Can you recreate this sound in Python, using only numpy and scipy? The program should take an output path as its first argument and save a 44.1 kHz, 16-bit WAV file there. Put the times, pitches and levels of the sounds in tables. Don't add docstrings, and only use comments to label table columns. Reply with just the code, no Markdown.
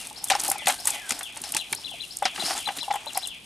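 import sys
import numpy as np
from scipy import signal
from scipy.fft import rfft, irfft
from scipy.io import wavfile
from scipy.ndimage import uniform_filter1d

SR = 44100
rng = np.random.default_rng(int(sys.argv[2]) if len(sys.argv) > 2 else 0)


def gain_from_db(level_db):
    decades = np.asarray(level_db, float) / 20
    return 10 ** decades


def file_out(sig):
    cols = np.atleast_2d(sig).T
    lim = np.clip(cols, -1, 1)
    pcm = np.round(lim * 32767).astype(np.int16)
    wavfile.write(sys.argv[1], SR, pcm)


N = 152145
T = np.arange(6000) / SR
LEAN = np.array([[1], [-1]])

# (time [s], level [dB], pitch [Hz], lower mode against the main one [dB])
BODY_KNOCKS = [(0.11, -33.5, 850, -21), (0.237, -35.5, 873, -17), (0.302, -20, 778, -7),
               (0.315, -11, 788, -26), (0.32, -22, 755, -28), (0.352, -14.5, 818, -21.5),
               (0.486, -19.5, 800, -13.5), (0.514, -19.5, 786, -31), (0.555, -26.5, 816, -24),
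               (0.62, -33.5, 854, -8), (0.673, -13.5, 782, -13.5), (0.685, -14.5, 748, -15),
               (0.695, -16.5, 817, -26), (0.798, -36.5, 711, -19), (0.853, -31.5, 887, -16),
               (0.887, -28, 875, -26), (0.909, -31, 803, -24), (0.957, -32, 832, -13),
               (1.106, -37, 800, -6.5), (1.12, -33, 880, -16), (1.367, -34, 890, -12.5),
               (1.439, -34, 817, -28), (1.552, -24.5, 873, -21), (1.565, -32, 860, -12),
               (1.73, -30, 894, -15), (1.785, -39, 890, -17), (1.916, -37, 796, -13),
               (1.939, -33.5, 690, -16), (2.223, -14, 800, -13), (2.255, -14.5, 752, -17),
               (2.382, -28.5, 792, -20), (2.507, -23, 782, -26), (2.551, -27.5, 794, -31),
               (2.675, -21.5, 860, -18.5), (2.688, -20, 790, -34), (2.704, -25, 796, -23),
               (2.827, -33, 945, -13), (2.881, -20.5, 800, -35), (2.904, -18.5, 821, -31),
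               (2.911, -13.5, 800, -32), (2.942, -19.5, 832, -39), (2.957, -18.5, 808, -34),
               (3.066, -27.5, 893, -8.5), (3.156, -25.5, 832, -24), (3.173, -17, 760, -26)]
# (multiple of pitch [ratio], level [dB], t60 [s])
BODY_MODES = [(1.002, 1, 0.041), (1.25, -11, 0.042)]
KNOCK_RISE_S = .0013
BELLY_HZ, BELLY_T60_S = 587, 0.077
# (time [s], level [dB], centre [Hz], t60 of the puff [s])
FLANK_SLAPS = [(0.3009, -9, 2520, 0.14), (0.3187, -12.5, 3730, 0.028), (0.3338, -17, 1290, 0.082),
               (0.3505, -19.5, 1860, 0.075), (0.4363, -21, 4200, 0.03), (0.5137, -22, 1460, 0.12),
               (0.6574, -21.5, 4500, 0.12), (0.6701, -10, 1970, 0.12), (0.6891, -15, 2130, 0.096),
               (0.6978, -12.5, 2130, 0.062), (0.8724, -17.5, 1880, 0.084), (1.091, -25, 3520, 0.12),
               (1.1067, -15.5, 2020, 0.04), (1.121, -17.5, 2590, 0.028), (1.2085, -22.5, 1440, 0.069),
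               (1.3661, -28, 2090, 0.12), (1.437, -26.5, 2820, 0.12), (1.5392, -21.5, 2830, 0.03),
               (1.5468, -17.5, 3300, 0.048), (1.5645, -12, 2650, 0.059), (1.7292, -14, 2320, 0.05),
               (2.224, -23.5, 1447, 0.13), (2.2535, -10.5, 2073, 0.1), (2.3601, -22, 2890, 0.03),
               (2.3776, -25, 1300, 0.074), (2.5067, -23.5, 1190, 0.18), (2.6712, -25, 1250, 0.043),
               (2.6871, -19, 1570, 0.086), (2.7858, -20.5, 3840, 0.077), (2.9072, -20, 2220, 0.078),
               (2.937, -24, 1230, 0.054), (2.9553, -24, 1340, 0.086), (3.1721, -18.5, 2100, 0.053)]
SLAP_CRACK_T60_S, SLAP_TAIL_DB = .013, -8
# (time [s], level [dB], centre [Hz], t60 of the spatter [s])
TAIL_SNAPS = [(0.07, -19, 9550, 0.11), (0.2408, -3, 9680, 0.072), (0.2723, -18, 9070, 0.097),
              (0.284, -12.5, 8400, 0.092), (0.2999, -3.5, 7970, 0.14), (0.3505, -10.5, 5400, 0.044),
              (0.3971, -7.5, 7960, 0.14), (0.402, -10, 6300, 0.05), (0.4129, -15, 9800, 0.059),
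              (0.4354, -7, 10300, 0.1), (0.4604, -13, 9700, 0.089), (0.4797, -3.5, 10040, 0.094),
              (0.499, -2.5, 9500, 0.064), (0.5155, -3, 9500, 0.078), (0.5813, -17, 9360, 0.055),
              (0.6704, -3.5, 8370, 0.05), (0.6811, -2, 9200, 0.11), (0.686, -5, 8140, 0.14),
              (0.7043, -6.5, 9330, 0.033), (0.7996, -19.5, 9040, 0.057), (0.8544, -3.5, 7870, 0.019),
              (0.8715, 0.5, 9760, 0.12), (0.8751, -3, 8140, 0.074), (0.9038, -6, 8000, 0.045),
              (1.0925, -9.5, 8300, 0.054), (1.1066, -3.5, 7450, 0.045), (1.12, -9, 8900, 0.03),
              (1.1902, -14, 9400, 0.11), (1.2306, -14.5, 9500, 0.16), (1.3718, -15.5, 8160, 0.063),
              (1.4165, -13, 9800, 0.032), (1.4378, -13.5, 7350, 0.032), (1.5206, -8, 9300, 0.02),
              (1.5471, -5.5, 8900, 0.022), (1.5664, -2, 7375, 0.08), (1.7262, -3.5, 9300, 0.016),
              (1.7477, -11, 9370, 0.055), (2.169, -9.5, 8820, 0.019), (2.186, -20, 8100, 0.029),
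              (2.2258, -19, 8450, 0.022), (2.2537, -5, 5375, 0.054), (2.5768, -12, 7550, 0.022),
              (2.604, -18.5, 9580, 0.028), (2.7713, -14, 9770, 0.061), (2.9258, -20, 8830, 0.048),
              (2.9387, -16.5, 8620, 0.08), (2.9556, -18.5, 8970, 0.071), (3.0587, -23, 9400, 0.036),
              (3.1314, -17.5, 8250, 0.054), (3.1472, -19, 5550, 0.063), (3.1742, -5, 10200, 0.027),
              (3.256, -23, 8200, 0.043), (3.272, -11, 8920, 0.092)]
SNAP_T60_S, SPATTER_DB, SPATTER_ROUGH_DB, LEAD_IN_S = .012, -11, 3.5, .002
# (time [s], crackle level [dB], drag level [dB])
MESH_PULL = [(0, -38, -49), (.13, -51.5, -60.5), (.22, -53, -56), (0.378, -43.5, -44.5), (.46, -41, -45),
             (.56, -52.5, -49.5), (0.628, -44.5, -51.5), (0.719, -38.5, -39.5), (.78, -45, -56.5),
             (0.898, -35.5, -47), (1.04, -48, -53), (1.17, -44, -49), (1.318, -57, -61.5),
             (1.471, -44, -50.5), (1.65, -48, -59), (1.801, -50.5, -58.5), (2.05, -50.5, -73),
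             (2.331, -50, -54.5), (2.4, -45, -41), (2.492, -40, -38), (2.58, -42, -44), (2.64, -46, -59),
             (2.78, -46.5, -49), (2.86, -50.5, -60), (2.999, -57, -55.5), (3.199, -45, -51.5),
             (3.32, -60, -67), (3.45, -54.5, -76)]
# (frequency [Hz], level per Hz [dB])
CRACKLE_SPECTRUM = [(1500, -31), (3000, -0.5), (5000, -2), (7000, -3.5), (9500, 2), (12000, -6.5),
                    (15000, -7.5)]
# (frequency [Hz], level per Hz [dB])
DRAG_SPECTRUM = [(250, 12), (480, 2.5), (800, 8), (1200, 9), (2000, 8.5), (3500, 7.5), (5000, 0.5),
                 (6500, 5), (9000, 3.5)]
GRAINS_PER_S, GRAIN_SPREAD_DB, CLUMP_DB = 2000, 3.5, 3.5
TICKS_PER_S, TICK_DB = 45, -2
RATTLE_HZ, RATTLE_DB = 760, -5
# (time [s], level [dB], whine of the threads [Hz])
FLANK_SCRAPE = [(2.35, -46, 4280), (2.41, -40, 4320), (2.47, -33.5, 5030), (2.52, -34, 5120),
                (2.59, -52, 4180)]
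WHINE_WIDTH_HZ, WHINE_DB = 490, 3
# (time [s], level [dB], pitch [Hz])
GROUND_THUDS = [(0.311, -46, 282), (0.434, -44, 327), (0.491, -38, 344), (0.659, -40.5, 173),
                (0.886, -42, 265), (1.114, -34.5, 245), (1.412, -41.5, 276), (1.547, -39, 323),
                (1.723, -39, 354), (2.252, -38.5, 342), (2.39, -38.5, 362), (2.437, -35.5, 373),
                (2.683, -42, 340), (2.783, -41, 257)]
THUD_T60_S = .04
# (time from start [s], pitch [Hz], level [dB])
ARCH_SHAPE = [(0, 2013, -14), (.013, 2711, -16), (.021, 3323, -5), (.025, 3770, -3), (.029, 4117, 0),
              (.04, 3896, -3.5), (.043, 3650, -10), (.047, 3407, 2), (.053, 3007, -6.5), (.064, 2590, -7)]
# (time [s], level [dB])
ARCH_NOTES = [(1.563, -37.5), (1.821, -36.5), (1.981, -35.5), (2.376, -34.5), (2.632, -34.5), (2.784, -36),
              (3.046, -38), (3.205, -37.5)]
# (time from start [s], pitch [Hz], level [dB])
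FALL_SHAPE = [(0, 3590, 10), (.014, 3350, 11), (.03, 3000, 7), (.05, 2470, 6), (.078, 1916, -8.5)]
# (time [s], level [dB])
FALL_NOTES = [(-.03, -50.5), (0.274, -49.5), (0.588, -49.5), (.915, -49), (1.229, -48.5), (1.573, -48.5),
              (1.887, -48.5), (2.235, -45.5), (2.576, -49), (2.919, -50), (3.279, -49)]
# (time from start [s], pitch [Hz], level [dB])
CHIP_SHAPE = [(0, 3780, 0), (.008, 5030, 2.5), (.014, 5330, -2), (.022, 5600, 0.5)]
# (time [s], level [dB])
CHIP_NOTES = [(0.159, -40.5), (0.472, -40.5), (0.786, -41), (1.108, -40), (1.438, -41.5), (1.757, -41.5),
              (2.105, -42), (2.444, -33), (2.79, -42.5), (3.148, -37.5)]
# (time from start [s], pitch [Hz], level [dB])
SLIDE_SHAPE = [(0, 2637, 6), (.065, 2008, 9), (.08, 1866, -10), (.1, 1756, 1.5), (.18, 1535, 1.5),
               (.19, 1510, -18)]
# (time [s], level [dB])
SLIDE_NOTES = [(0.536, -48.5), (0.884, -48)]
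# (time from start [s], pitch [Hz], level [dB])
COO_SHAPE = [(0, 392.5, 6), (.1, 292, 3.5), (.22, 220, 3)]
# (time [s], level [dB])
COO_NOTES = [(1.75, -64.5)]
TREES_T60_S, TREES_DB, TREES_ALIKE = 0.44, 2, 0.77
LEAF_BLUR_T60_S, LEAF_BLUR_SHARE, FLUTTER_DB, BIRD_PAN_DB = .03, .6, 1.5, 5.5
# (frequency [Hz], level [dB])
HUSH_SPECTRUM = [(15, -40), (25, 2.5), (215, 3.5), (495, -1.5), (848, -1), (1110, -5), (1620, -8),
                 (3340, 1.5), (4380, -6), (5880, -14), (10100, -51), (13500, -14), (15500, -30)]
# (frequency [Hz], correlation [-])
HUSH_LIKENESS = [(60, 0.98), (180, 0.93), (550, 0.31), (1650, 0.27), (4970, 0.16), (15000, 0.99)]
HUSH_DB = -51
KNOCK_PAN_DB, NEAR_PAN_DB, NEAR_WIDTH_DB = 0.55, 0.16, -15.5
TOP_HZ = 12670


def rms_one(x):
    return x / np.sqrt(np.mean(x ** 2) + 1e-20)


def dying(t60):
    return gain_from_db(-60 * T / np.clip(t60, .004, .3))


def add(out, s, x):
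    i = int(s * SR)
    x = x[max(-i, 0):max(N - i, 0)]
    out[max(i, 0):max(i, 0) + len(x)] += x


def band(x, hz, octaves):
    edges = np.clip(hz * 2 ** np.array([-octaves / 2, octaves / 2]), 20, 19000)
    return signal.sosfilt(signal.butter(2, edges, "band", fs=SR, output="sos"), x)


def low_pass(x, hz, order):
    return signal.sosfilt(signal.butter(order, hz, fs=SR, output="sos"), x)


def colour(x, points):
    hz, db = np.transpose(points)
    f = np.maximum(np.arange(N // 2 + 1) * SR / N, 1)
    gain = gain_from_db(np.interp(np.log(f), np.log(hz), db, left=-60, right=-60))
    return rms_one(irfft(rfft(x) * gain, N))


def drift(rate):
    r = np.exp(-16 * np.pi * rate / SR)
    slow = signal.lfilter([1], [1, -2 * r, r * r], rng.standard_normal(N // 8 + 4002))[4000:]
    return np.interp(np.arange(N) / 8, np.arange(len(slow)), rms_one(slow))


def grains(per_s, clump_db):
    sizes = gain_from_db(GRAIN_SPREAD_DB * np.minimum(rng.exponential(1, N), 3.5)) * rng.choice([-1, 1], N)
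    return rms_one(sizes * (rng.random(N) < per_s * gain_from_db(clump_db) / SR))


def knocks():
    out = np.zeros(N)
    swell = (1 - np.exp(-T / KNOCK_RISE_S)) ** 1.62
    belly = np.sin(2 * np.pi * BELLY_HZ * T) * dying(BELLY_T60_S)
    for s, db, hz, belly_db in BODY_KNOCKS:
        ring = gain_from_db(belly_db) * belly
        for multiple, mode_db, t60 in BODY_MODES:
            ring = ring + gain_from_db(mode_db) * np.sin(2 * np.pi * hz * multiple * T) * dying(t60)
        add(out, s - .001, gain_from_db(db + 3.0) * ring * swell)
    return out


def slaps():
    out, noise = np.zeros(N), rng.standard_normal((len(FLANK_SLAPS), 2, len(T)))
    for (s, db, hz, t60), (hiss, wobble) in zip(FLANK_SLAPS, noise):
        hiss = rms_one(band(hiss, hz, octaves=1.93))
        smack = (0.17 * hiss + 1.03 * np.sin(2 * np.pi * hz * T)) * dying(SLAP_CRACK_T60_S)
        uneven_db = 4.7 * np.clip(rms_one(uniform_filter1d(wobble, size=50)), -2, 1)
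        puff = hiss * dying(t60) * gain_from_db(SLAP_TAIL_DB + uneven_db)
        add(out, s, gain_from_db(db - 2.0) * (smack + puff) * (1 - np.exp(-T * 1800)))
    return out


def snaps():
    out, noise = np.zeros(N), rng.standard_normal((len(TAIL_SNAPS), 2, len(T)))
    late = T - .01
    crack = np.where(late < 0, np.exp(late * 4000), gain_from_db(-60 * late / SNAP_T60_S))
    for (s, db, hz, t60), (hiss, wobble) in zip(TAIL_SNAPS, noise):
        rough = gain_from_db(SPATTER_DB + SPATTER_ROUGH_DB * rms_one(uniform_filter1d(wobble, size=40)))
        dying_spatter = gain_from_db(-60 * late / np.clip(t60, .008, .3))
        spatter = np.where(late < 0, np.exp(late / LEAD_IN_S), dying_spatter)
        hiss = rms_one(band(hiss, hz, octaves=1.0) + 0.62 * band(hiss, hz, octaves=0.62))
        tone = np.sin(2 * np.pi * hz * T)
        add(out, s - .0088, gain_from_db(db - 14) * ((0.85 * hiss + tone) * crack + hiss * rough * spatter))
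    return out


def mesh():
    s, crackle_db, drag_db = np.transpose(MESH_PULL)
    t, clump = np.arange(N) / SR, CLUMP_DB * drift(25)
    crackle_grit, drag_grit = (
        grains(GRAINS_PER_S, clump) + 0.63 * rng.standard_normal(N) * gain_from_db(clump) for _ in range(2))
    tick_envelope = np.abs(np.convolve(grains(TICKS_PER_S, clump), dying(0.016)[:600])[:N])
    ticks = rms_one(rng.standard_normal(N) * tick_envelope)
    crackle = colour(crackle_grit + gain_from_db(TICK_DB) * ticks, CRACKLE_SPECTRUM)
    bumps = band(grains(220.0, clump), RATTLE_HZ, octaves=0.56)
    bumps = rms_one(band(bumps, RATTLE_HZ, octaves=0.49))
    drag = colour(drag_grit, DRAG_SPECTRUM) + gain_from_db(RATTLE_DB) * bumps
    crackle_gain = gain_from_db(np.interp(t, s, crackle_db) + 3.5)
    drag_gain = gain_from_db(np.interp(t, s, drag_db) + 5.5)
    return crackle_gain * crackle + drag_gain * drag


def scrape():
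    s, db, hz = np.transpose(FLANK_SCRAPE)
    t, noise = np.arange(N) / SR, rng.standard_normal((3, N))
    phase = 2 * np.pi * np.cumsum(np.interp(t, s, hz)) / SR
    slow = rms_one(low_pass(noise[1], WHINE_WIDTH_HZ, 2))
    slow_octave = rms_one(low_pass(noise[2], WHINE_WIDTH_HZ * 2, 2))
    whine = slow * np.sin(phase) + 0.33 * slow_octave * np.sin(2 * phase)
    grit = colour(noise[0] + 1.5 * grains(2500.0, 3.0 * drift(50)), CRACKLE_SPECTRUM)
    gain = gain_from_db(np.interp(t, s, db, left=-120, right=-120) + drift(40))
    return gain * (grit + gain_from_db(WHINE_DB) * whine)


def thuds():
    out, noise = np.zeros(N), rng.standard_normal((len(GROUND_THUDS), len(T)))
    for (s, db, hz), hiss in zip(GROUND_THUDS, noise):
        push = np.sin(2 * np.pi * hz * T) * dying(THUD_T60_S)
        puff = 0.37 * rms_one(band(hiss, 193, octaves=1.73)) * dying(0.11)
        add(out, s - .002, gain_from_db(db + 6.5) * (push + puff) * (1 - np.exp(-T * 600)))
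    return out


def whistle(shape):
    s, hz, db = np.transpose(shape)
    t = np.arange(int(s[-1] * SR)) / SR
    tone = np.sin(2 * np.pi * np.cumsum(np.interp(t, s, hz)) / SR)
    return tone * gain_from_db(np.interp(t, s, db)) * np.sin(np.pi * t / s[-1]) ** 0.094


def tree_echo(far):
    t = np.arange(SR // 2) / SR
    noise = rng.standard_normal((3, len(t)))
    tail = TREES_ALIKE * noise[0] + 0.47 * noise[1:]
    tail = tail * gain_from_db(-60 * t / TREES_T60_S) * (1 - np.exp(-t * 200))
    return signal.fftconvolve(far[None], tail / np.sqrt(np.sum(tail ** 2) / 2), axes=1)[:, :N]


def birds():
    direct, far = np.zeros(N), np.zeros(N)
    # (shape, notes, direct level [dB], level into the trees [dB])
    calls = [(ARCH_SHAPE, ARCH_NOTES, 6.5, -4), (FALL_SHAPE, FALL_NOTES, 0.3, 2.2),
             (CHIP_SHAPE, CHIP_NOTES, 0, 2.5), (SLIDE_SHAPE, SLIDE_NOTES, 1.5, 2.1),
             (COO_SHAPE, COO_NOTES, 3, -5)]
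    for shape, notes, direct_db, far_db in calls:
        note = whistle(shape)
        for start, db in notes:
            add(direct, start, gain_from_db(db + direct_db) * note)
            add(far, start, gain_from_db(db + far_db) * note)
    direct = direct * gain_from_db(FLUTTER_DB * drift(54))
    blur = rng.standard_normal(1500) * dying(LEAF_BLUR_T60_S)[:1500]
    blurred = signal.fftconvolve(direct, blur / np.sqrt(np.sum(blur ** 2)))[:N]
    direct = 0.42 * direct + LEAF_BLUR_SHARE * blurred
    return direct * gain_from_db(BIRD_PAN_DB * LEAN) + gain_from_db(TREES_DB) * tree_echo(far) * gain_from_db(.8 * LEAN)


def hush():
    mid, side = (rfft(colour(rng.standard_normal(N), HUSH_SPECTRUM)) for _ in range(2))
    hz, alike = np.transpose(HUSH_LIKENESS)
    f = np.arange(len(mid)) * SR / N + 1
    alike = np.clip(np.interp(np.log(f), np.log(hz), alike), 0, 1)
    mid = np.sqrt((1 + alike) / 2) * mid
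    side = np.sqrt((1 - alike) / 2) * side
    return gain_from_db(HUSH_DB + drift(3.7)) * np.array([irfft(mid + side, N), irfft(mid - side, N)])


def scene():
    low = knocks() + slaps()
    near = snaps() + thuds() + mesh() + scrape()
    echo = rng.standard_normal(400) * dying(.015)[:400]
    echoed = np.convolve(low + 0.65 * near, echo / np.sqrt(np.sum(echo ** 2)))[:N]
    side = band(echoed, 4000, octaves=6.4)
    front = low * gain_from_db(KNOCK_PAN_DB * LEAN) + near * gain_from_db(NEAR_PAN_DB * LEAN)
    return front + gain_from_db(NEAR_WIDTH_DB) * side * LEAN + birds() + hush()


def top_cut(x):
    return signal.sosfilt(signal.butter(12, 16470, fs=SR, output="sos"), x)


def record(dry):
    mix = low_pass(dry, TOP_HZ, 4)
    return top_cut(mix)


dry = scene()
out = record(dry)
file_out(out)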